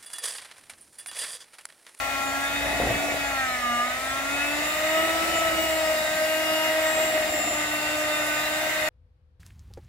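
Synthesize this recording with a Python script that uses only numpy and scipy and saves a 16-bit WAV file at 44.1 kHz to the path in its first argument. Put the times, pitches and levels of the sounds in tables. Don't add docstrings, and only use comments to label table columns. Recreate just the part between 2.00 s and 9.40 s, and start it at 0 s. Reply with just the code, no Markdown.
import sys
import numpy as np
from scipy import signal
from scipy.fft import rfft, irfft
from scipy.io import wavfile
from scipy.ndimage import uniform_filter1d

SR = 44100
rng = np.random.default_rng(int(sys.argv[2]) if len(sys.argv) > 2 else 0)


def waveform_to_disk(signal):
    frames = np.transpose(np.atleast_2d(signal))
    scaled = np.clip(frames, -1, 1) * 32767
    samples = np.round(scaled).astype(np.int16)
    wavfile.write(sys.argv[1], SR, samples)


N = 326207

# start in seconds, length in seconds, thud level in dB,
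# bowl drone in dB, casing boom in dB, snag from 0 to 1.
SCRAPES = [(0.623, .14, -41, -53.5, -34, 0), (0.794, .15, -31, -45.5, -32, 0.43),
           (.97, 0.19, -50, -43.5, -33.5, 0.08), (2.953, .7, -60.5, -47, -36.5, .3),
           (4.947, .12, -49.5, -45.5, -41, 0.07), (5.102, 0.427, -53, -44, -37, 0.99)]
THUD_COLUMN, DRONE_COLUMN, BOOM_COLUMN = 2, 3, 4
GEAR, WIRES = 19.7, 4


def mixer():
    # time in seconds, speed in turns per second
    speed = [(0.0, 274), (0.29, 273.0), (0.46, 277.2), (0.59, 282.3), (1.02, 287.3), (1.17, 283.6),
             (1.3, 277.6), (1.49, 255.1), (1.65, 243), (1.74, 239.5), (1.8, 241), (2.03, 262.6),
             (2.99, 320.6), (3.16, 325.6), (3.31, 328.5), (4.02, 311.1), (4.37, 314.9), (5.06, 315.6),
             (5.5, 302.6), (5.69, 301.1), (6.02, 305.3), (6.3, 301.9), (6.69, 311.5), (6.88, 308.9)]
    # time in seconds, level of the first order in dB (its swing about
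    # the mean moves all the orders), left over right of the middle orders in dB, gear rattle in dB.
    motor = [(0, -54.5, 22, -32), (.14, -44, 7, -34), (.4, -41.5, 0.5, -35), (.73, -38.5, 2.5, -31),
             (1.09, -38.5, -6, -36), (1.24, -43.5, 5, -34), (1.62, -47, -7, -33), (1.76, -40.5, 1, -36.5),
             (1.92, -48.5, -6, -33.5), (2.05, -46, 2.5, -37), (2.57, -37, 3, -31), (2.78, -45, 0, -29.5),
             (2.97, -38.5, -2, -28.5), (3.2, -39, 8, -31), (3.7, -38, 1, -34), (4.1, -45.5, -0.5, -33.5),
             (4.5, -39, 4, -32), (5, -41.5, -4, -29.5), (5.5, -40, 4, -35), (5.8, -41, -2, -32.5),
             (6.25, -40, -3, -31), (6.6, -42.5, 0, -32), (6.88, -45, -1, -29.5)]
    inertia_s = 0.1
    shaft_hz = uniform_filter1d(columns(speed)[0], size=round(inertia_s * SR), mode="nearest")
    first_db, side_db, rattle_db = columns(motor)

    turns = np.cumsum(shaft_hz) / SR
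    passes = WIRES * turns / GEAR
    once_a_turn = np.cos(2 * np.pi * turns)
    each_pass = np.cos(2 * np.pi * passes)

    machine = whine(turns, shaft_hz, first_db, side_db) + casing_boom(each_pass)
    machine = machine + gear_rattle(rattle_db, once_a_turn) + fan_hiss(shaft_hz, once_a_turn)
    return machine + thuds(passes) + bowl_drone(each_pass) + counter_shake(passes, each_pass)


def whine(turns, shaft_hz, first_db, side_db):
    # order, level in dB before swings and resonances, share of the first
    # order's swings, out-of-step share, left over right in dB, share that rocks with the beaters
    # in a snag, level change in a full snag in dB.
    loud = [(1, -42, 1, .45, -2.5, 0.62, 4), (2, -63.5, .2, 0.12, 1.5, 0.066, 2.5),
            (3, -47, .6, .52, 2, .3, -1.5), (4, -53, .6, 0.66, -4, .3, -1),
            (5, -46.5, .6, 0.92, -.3, .3, -15), (7, -48, .3, .9, 0.5, .3, 4),
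            (9, -44.5, .3, 0.63, 4.5, .1, 1), (12, -52.5, .2, 0.67, 0.5, .1, -2),
            (24, -57.5, .2, 1, 2, .1, 4.5), (36, -61.5, .2, .9, -17.5, .1, -1.5),
            (47, -68.5, .2, .9, -3.2, .1, -1)]
    # order, level in dB before swings and resonances.
    faint = [(6, -51), (8, -52.5), (10, -71), (11, -66), (13, -56.5), (14, -62.5), (16, -58), (18, -62.5),
             (20, -70.5), (21, -67), (22, -63.5), (23, -64), (25, -67), (26, -64), (27, -70.5), (28, -74.5),
             (29, -65.5), (30, -66), (31, -69.5), (32, -71), (33, -70), (34, -69.5), (35, -66.5),
             (37, -58.5), (38, -72), (46, -67), (48, -68)]
    # centre in Hz, width in Hz, lift in dB.
    shell = [(634, 35.6, 35.5), (752, 60, 3.5), (799, 50, 6.5), (955, 21, -5), (1089, 49, 12.5),
             (1211.5, 48, 11), (1314, 161, 13), (1517, 27, 7.5), (1557, 50, 7.5), (1730, 80, 0.5),
             (1873, 68, 7.5), (2261, 180, -1.5), (2622, 210, 2), (2884, 36, 3), (3660, 230, 6.5)]
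    # centre in Hz, width in Hz, lift in dB.
    vents = [(7216, 250, 12), (7610, 720, 9), (11471, 400, -4.5), (14630, 500, 14.5)]
    # start in seconds, length in seconds, order, level change in dB.
    sings = [(0, 0.74, 3, 2), (.2, 0.14, 5, 3), (0.547, 0.4, 5, -7), (.55, 1.2, 4, -1.5),
             (.55, 0.67, 9, 0.5), (1.22, .3, 3, 6), (1.2, .35, 9, 4), (1.38, .45, 7, 8.5), (1.2, .4, 25, 6),
             (1.62, 0.26, 5, 5.5), (1.62, 0.17, 9, 4), (1.618, 0.19, 12, 6.5), (1.65, .22, 3, 2),
             (1.95, 0.48, 5, 2.5), (2.33, 0.21, 9, 7), (2.55, 1.45, 5, -8), (2.624, .2, 4, 2),
             (2.95, 0.58, 4, 5), (3, .55, 22, 3.5), (3.6, 0.53, 24, 4), (3.95, .2, 12, 7.5),
             (4.15, .55, 36, 7), (4.15, 0.45, 24, -9), (4.242, .45, 9, 5.5), (4.55, 0.43, 3, 5),
             (4.8, 0.23, 12, 4), (4.856, 0.22, 24, 7.5), (5.349, 0.28, 24, 2.5), (5.9, 0.54, 5, -0.5),
             (5.95, 0.24, 2, 4.5), (6.506, .4, 4, -1.5)]

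    out = np.zeros((2, N))
    rows = loud + [(order, db, 0.2, 0.9, 0, 0, -3) for order, db in faint]
    swell = wander(rate=4, count=len(rows))
    skew = wander(rate=0.53, count=len(rows))
    flutter = wander(rate=25, count=len(rows))
    slop = 0.0056 * wander(rate=40, count=1)[0]
    wobble = np.cos(2 * np.pi * turns / GEAR)
    snag = sum(row[-1] * held(row) for row in SCRAPES)
    grid = np.arange(0, SR / 2, 2.0)
    lift = np.sqrt(1 + modes(shell + vents, grid) ** 2)

    for k, (order, db, follows, share, lean_db, rocks, snag_db) in enumerate(rows):
        order = round(order)
        lean_db = lean_db + side_db * (2 < order < 6)

        db = db + follows * (first_db - first_db.mean()) + snag_db * snag
        db = db + 1.6 * flutter[k] + 1.3 * swell[k] * (order > 2)
        db = db + sum(row[3] * held(row) for row in sings if round(row[2]) == order)
        if k >= len(loud):
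            db = db + 2.73 * flutter[k] + 1.3 * swell[k]
        size = np.sqrt(2) * gain_of(db) * np.interp(order * shaft_hz, grid, lift)

        rocking = np.clip(rocks * snag, 0, 1)
        size = size * (1 - rocking + (0.11 / order + 0.9 * rocking) * wobble)

        angle = 2 * np.pi * (order * (turns + slop) + rng.random())
        across = share * (1 + 0.3 * skew[k]) * np.cos(angle)
        out[0] += size * gain_of(lean_db / 2) * (np.sin(angle) + across)
        out[1] += size / gain_of(lean_db / 2) * (np.sin(angle) - across)
    return out


def gear_rattle(rattle_db, once_a_turn):
    # centre in Hz, width in Hz, relative level in dB.
    rattle_modes = [(1295, 400, -6), (1841, 24, -4), (1911, 173, 4.5), (2082, 90, 3.5), (2535, 90, 0),
                    (2860, 67, -1.5), (3670, 180, -5.5), (7320, 220, -12.5)]
    rattle = gain_of(rattle_db) * noise(lambda hz: modes(rattle_modes, hz), patchy_db=0.97)
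    chatter = gain_of(1.0 * wander(rate=70, count=1))
    return rattle * (1 + 0.19 * once_a_turn) * chatter


def casing_boom(each_pass):
    # centre in Hz, width in Hz, relative level in dB.
    boom_modes = [(660, 150, 7.5), (674, 40, 7), (796, 440, -7)]
    boom = noise(lambda hz: modes(boom_modes, hz), patchy_db=0.72)
    free_db = -40
    return scrapes(free_db, BOOM_COLUMN) * boom * (1 + 0.069 * each_pass)


def fan_hiss(shaft_hz, once_a_turn):
    # frequency in Hz, relative spectral level in dB.
    hiss_colour = [(88, -54.5), (150, -17.5), (259, -14.5), (308, -16.5), (482, -19.5), (621, -2),
                   (1050, -13), (1960, -7.5), (3190, -12.5), (3650, -13.5), (15700, -23.5)]
    base_db, db_per_hz, base_hz = -31, 0.0738, 309
    hiss_db = base_db + db_per_hz * (shaft_hz - base_hz)
    hiss = noise(lambda hz: gain_of(read(hiss_colour, hz)), patchy_db=1.3)
    return gain_of(hiss_db) * hiss * (1 + 0.037 * once_a_turn)


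def thuds(passes):
    # frequency in Hz, relative level in dB.
    thud_colour = [(30, -5.5), (55, 1.5), (120, -1.5), (250, 2), (500, -2.5), (800, -10), (1500, -4.5),
                   (4000, -60.5)]
    # time in seconds, level in dB applied to all the rings.
    hard_knocks = [(0.609, -20), (0.654, -19), (0.8, -8.5), (0.811, -14), (0.836, -10.5), (0.849, -14),
                   (0.87, -9), (0.905, -9), (0.924, -15), (1.002, -24), (1.084, -18.5), (1.109, -28),
                   (1.141, -16), (1.154, -32), (4.989, -18), (5.049, -30), (5.099, -19)]
    # frequency in Hz, starting level in dB within a knock, 60 dB decay in seconds.
    bowl_rings = [(60, -23, 0.055), (115, -18.5, 0.038), (273.4, -16, 0.018), (440, -18.5, 0.045),
                  (535, -9, 0.035), (698, -12, 0.04)]

    at = np.flatnonzero(np.diff(np.floor(passes)) > 0)
    draw = rng.standard_normal((len(at), 2))
    jitter = (60 * draw[:, 0]).astype(int)
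    clicks = np.zeros(N)
    clicks[np.clip(at + jitter, 0, N - 1)] = gain_of(2.5 * draw[:, 1])

    log_gain = np.log(gain_of(read(thud_colour, abs(np.fft.fftfreq(8192, 1 / SR)))))
    blow = np.fft.ifft(np.exp(np.conj(signal.hilbert(log_gain)))).real[:4096]
    drag = signal.oaconvolve(clicks, np.exp(-np.arange(900) / 570.0))[:N]
    rough = drag * (0.18 + rng.standard_normal(N))
    free_db = -52
    mono = scrapes(free_db, THUD_COLUMN) * evened(signal.oaconvolve(rough, blow)[:N])

    t = np.arange(4000) / SR
    onset = np.minimum(t / 0.0017, 1)
    for s, db in hard_knocks:
        ring = np.zeros(len(t))
        for hz, ring_db, t60 in bowl_rings:
            shift, phase = rng.uniform(0.95, 1.07), rng.random()
            ring += gain_of(ring_db - 60 * t / t60) * np.sin(2 * np.pi * (hz * shift * t + phase))
        mono[round(s * SR):][:len(t)] += gain_of(db) * ring * onset
    return np.array([1.04 * mono, 0.96 * np.roll(mono, 2)])


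def bowl_drone(each_pass):
    # centre in Hz, width in Hz, relative level in dB.
    bowl_modes = [(220, 41, 4), (352, 74, 5.5)]
    drone = noise(lambda hz: modes(bowl_modes, hz), patchy_db=0.95)
    free_db = -58.5
    return scrapes(free_db, DRONE_COLUMN) * drone * (1 + 0.17 * each_pass)


def counter_shake(passes, each_pass):
    # time in seconds, level of the low shake in dB,
    # level of its octave in dB.
    shake_levels = [(0, -49, -66), (.3, -54, -58), (.75, -43, -58), (.9, -46.5, -35), (1.05, -52, -66),
                    (1.3, -45, -63.5), (1.65, -55, -64), (2.5, -53, -57.5), (3.0, -54, -72),
                    (3.7, -46, -62), (4.1, -55.5, -67.5), (4.4, -87.5, -62), (5.3, -52.5, -59),
                    (5.6, -54.5, -49.5), (6.7, -64.5, -55.5), (6.89, -56, -64)]
    shake_db, octave_db = columns(shake_levels)
    shake = 0.55 * noise(lambda hz: modes([(67.6, 22, 0)], hz), patchy_db=1.6) + each_pass
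    octave = np.sin(4 * np.pi * passes)
    return gain_of(shake_db) * shake + gain_of(octave_db) * octave


def scrapes(free_db, column):
    rubbing = sum((gain_of(row[column]) * held(row)) ** 2 for row in SCRAPES)
    return np.sqrt(gain_of(2 * free_db) + rubbing)


def kitchen():
    # frequency in Hz, relative spectral level in dB.
    rumble_colour = [(15, -54), (25, -27.5), (37, -18), (41, -19), (49, -12.5), (70, -9.5), (82, -7),
                     (93, -16.5), (178, -33), (367, -44.5), (500, -40), (600, -45.5), (4500, -62),
                     (7000, -73), (12000, -74), (15600, -104), (22000, -120)]
    rumble_db, hum_hz, hum_db = -57, 500.6, -81
    hz = np.fft.rfftfreq(N, 1 / SR)
    a, b = rfft(rng.standard_normal((N, 2)).T)
    apart = np.clip(hz / 900, 0.1, 1)
    ports = np.array([1.4 * (a + apart * b), a - apart * b])
    rumble = evened(irfft(ports * gain_of(read(rumble_colour, hz)), N))
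    hum = np.sqrt(2) * np.sin(2 * np.pi * hum_hz * np.arange(N) / SR)
    return gain_of(rumble_db) * rumble + gain_of(hum_db) * hum


def noise(colour, patchy_db):
    # frequency in Hz, left-right correlation from 0 to 1.
    likeness = [(60, 0.99), (140, 0.98), (300, 0.94), (650, 0.84), (1000, 0.27), (2000, 0.05),
                (8000, 0.026)]
    # frequency in Hz, left over right in dB.
    balance = [(60, -4), (140, 10), (300, -9.5), (650, 4), (1200, 0.3), (8000, 0.3)]
    frames, hz = N // 256 + 5, np.fft.rfftfreq(1024, 1 / SR)
    a, b, c, d, patches = rng.standard_normal((frames, 513, 5)).T
    patches = uniform_filter1d(patches, size=10, axis=0)
    patches = evened(uniform_filter1d(patches, size=16, axis=1))
    same = np.clip(read(likeness, hz), -1, 1)[:, None]
    lean = gain_of(read(balance, hz) / 2)[:, None]
    left = a + 1j * b
    right = same * left + np.sqrt(1 - same ** 2) * (c + 1j * d)
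    z = np.array([left * lean, right / lean])
    z *= colour(hz)[:, None] * gain_of(patchy_db * patches)
    return evened(signal.istft(z, nperseg=1024, noverlap=768)[1][:, :N])


def modes(table, hz):
    power = sum(gain_of(2 * db) / (1 + (2 * (hz - f) / width) ** 2) ** 2 for f, width, db in table)
    return np.sqrt(power)


def wander(rate, count):
    steps = rng.standard_normal((count, int(N / SR * rate * 4) + 8))
    smooth = evened(uniform_filter1d(uniform_filter1d(steps, size=4), size=4))
    position = np.arange(N) / SR * rate * 4
    return np.array([np.interp(position, np.arange(len(row)), row) for row in smooth])


def held(row):
    grip_s, let_go_s = 0.012, 0.05
    start, length = row[:2]
    t = np.arange(N) / SR
    rise = np.clip((t - start) / grip_s, 0, 1)
    return rise * np.clip(1 + (start + length - t) / let_go_s, 0, 1)


def columns(table):
    s, *rest = np.transpose(table)
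    return [np.interp(np.arange(N) / SR, s, c) for c in rest]


def read(points, hz):
    f, value = np.transpose(points)
    return np.interp(np.log(hz + 1), np.log(f + 1), value)


def gain_of(db):
    return 10 ** (np.asarray(db) / 20)


def evened(x):
    return x / np.sqrt(np.mean(x ** 2) + 1e-20)


def scene():
    end_s, fade_s = 6.8895, 0.001
    running = np.clip((end_s - np.arange(N) / SR) / fade_s, 0, 1)
    return mixer() * running + kitchen()


def record(dry):
    edge_hz = 15800
    bass_cut = signal.butter(2, 24, "high", fs=SR, output="sos")
    thinned = signal.sosfilt(bass_cut, dry)
    low_pass = signal.firwin(1501, edge_hz, window=("kaiser", 9), fs=SR)
    return signal.oaconvolve(thinned, low_pass[None], "same")


dry = scene()
out = record(dry)
waveform_to_disk(out)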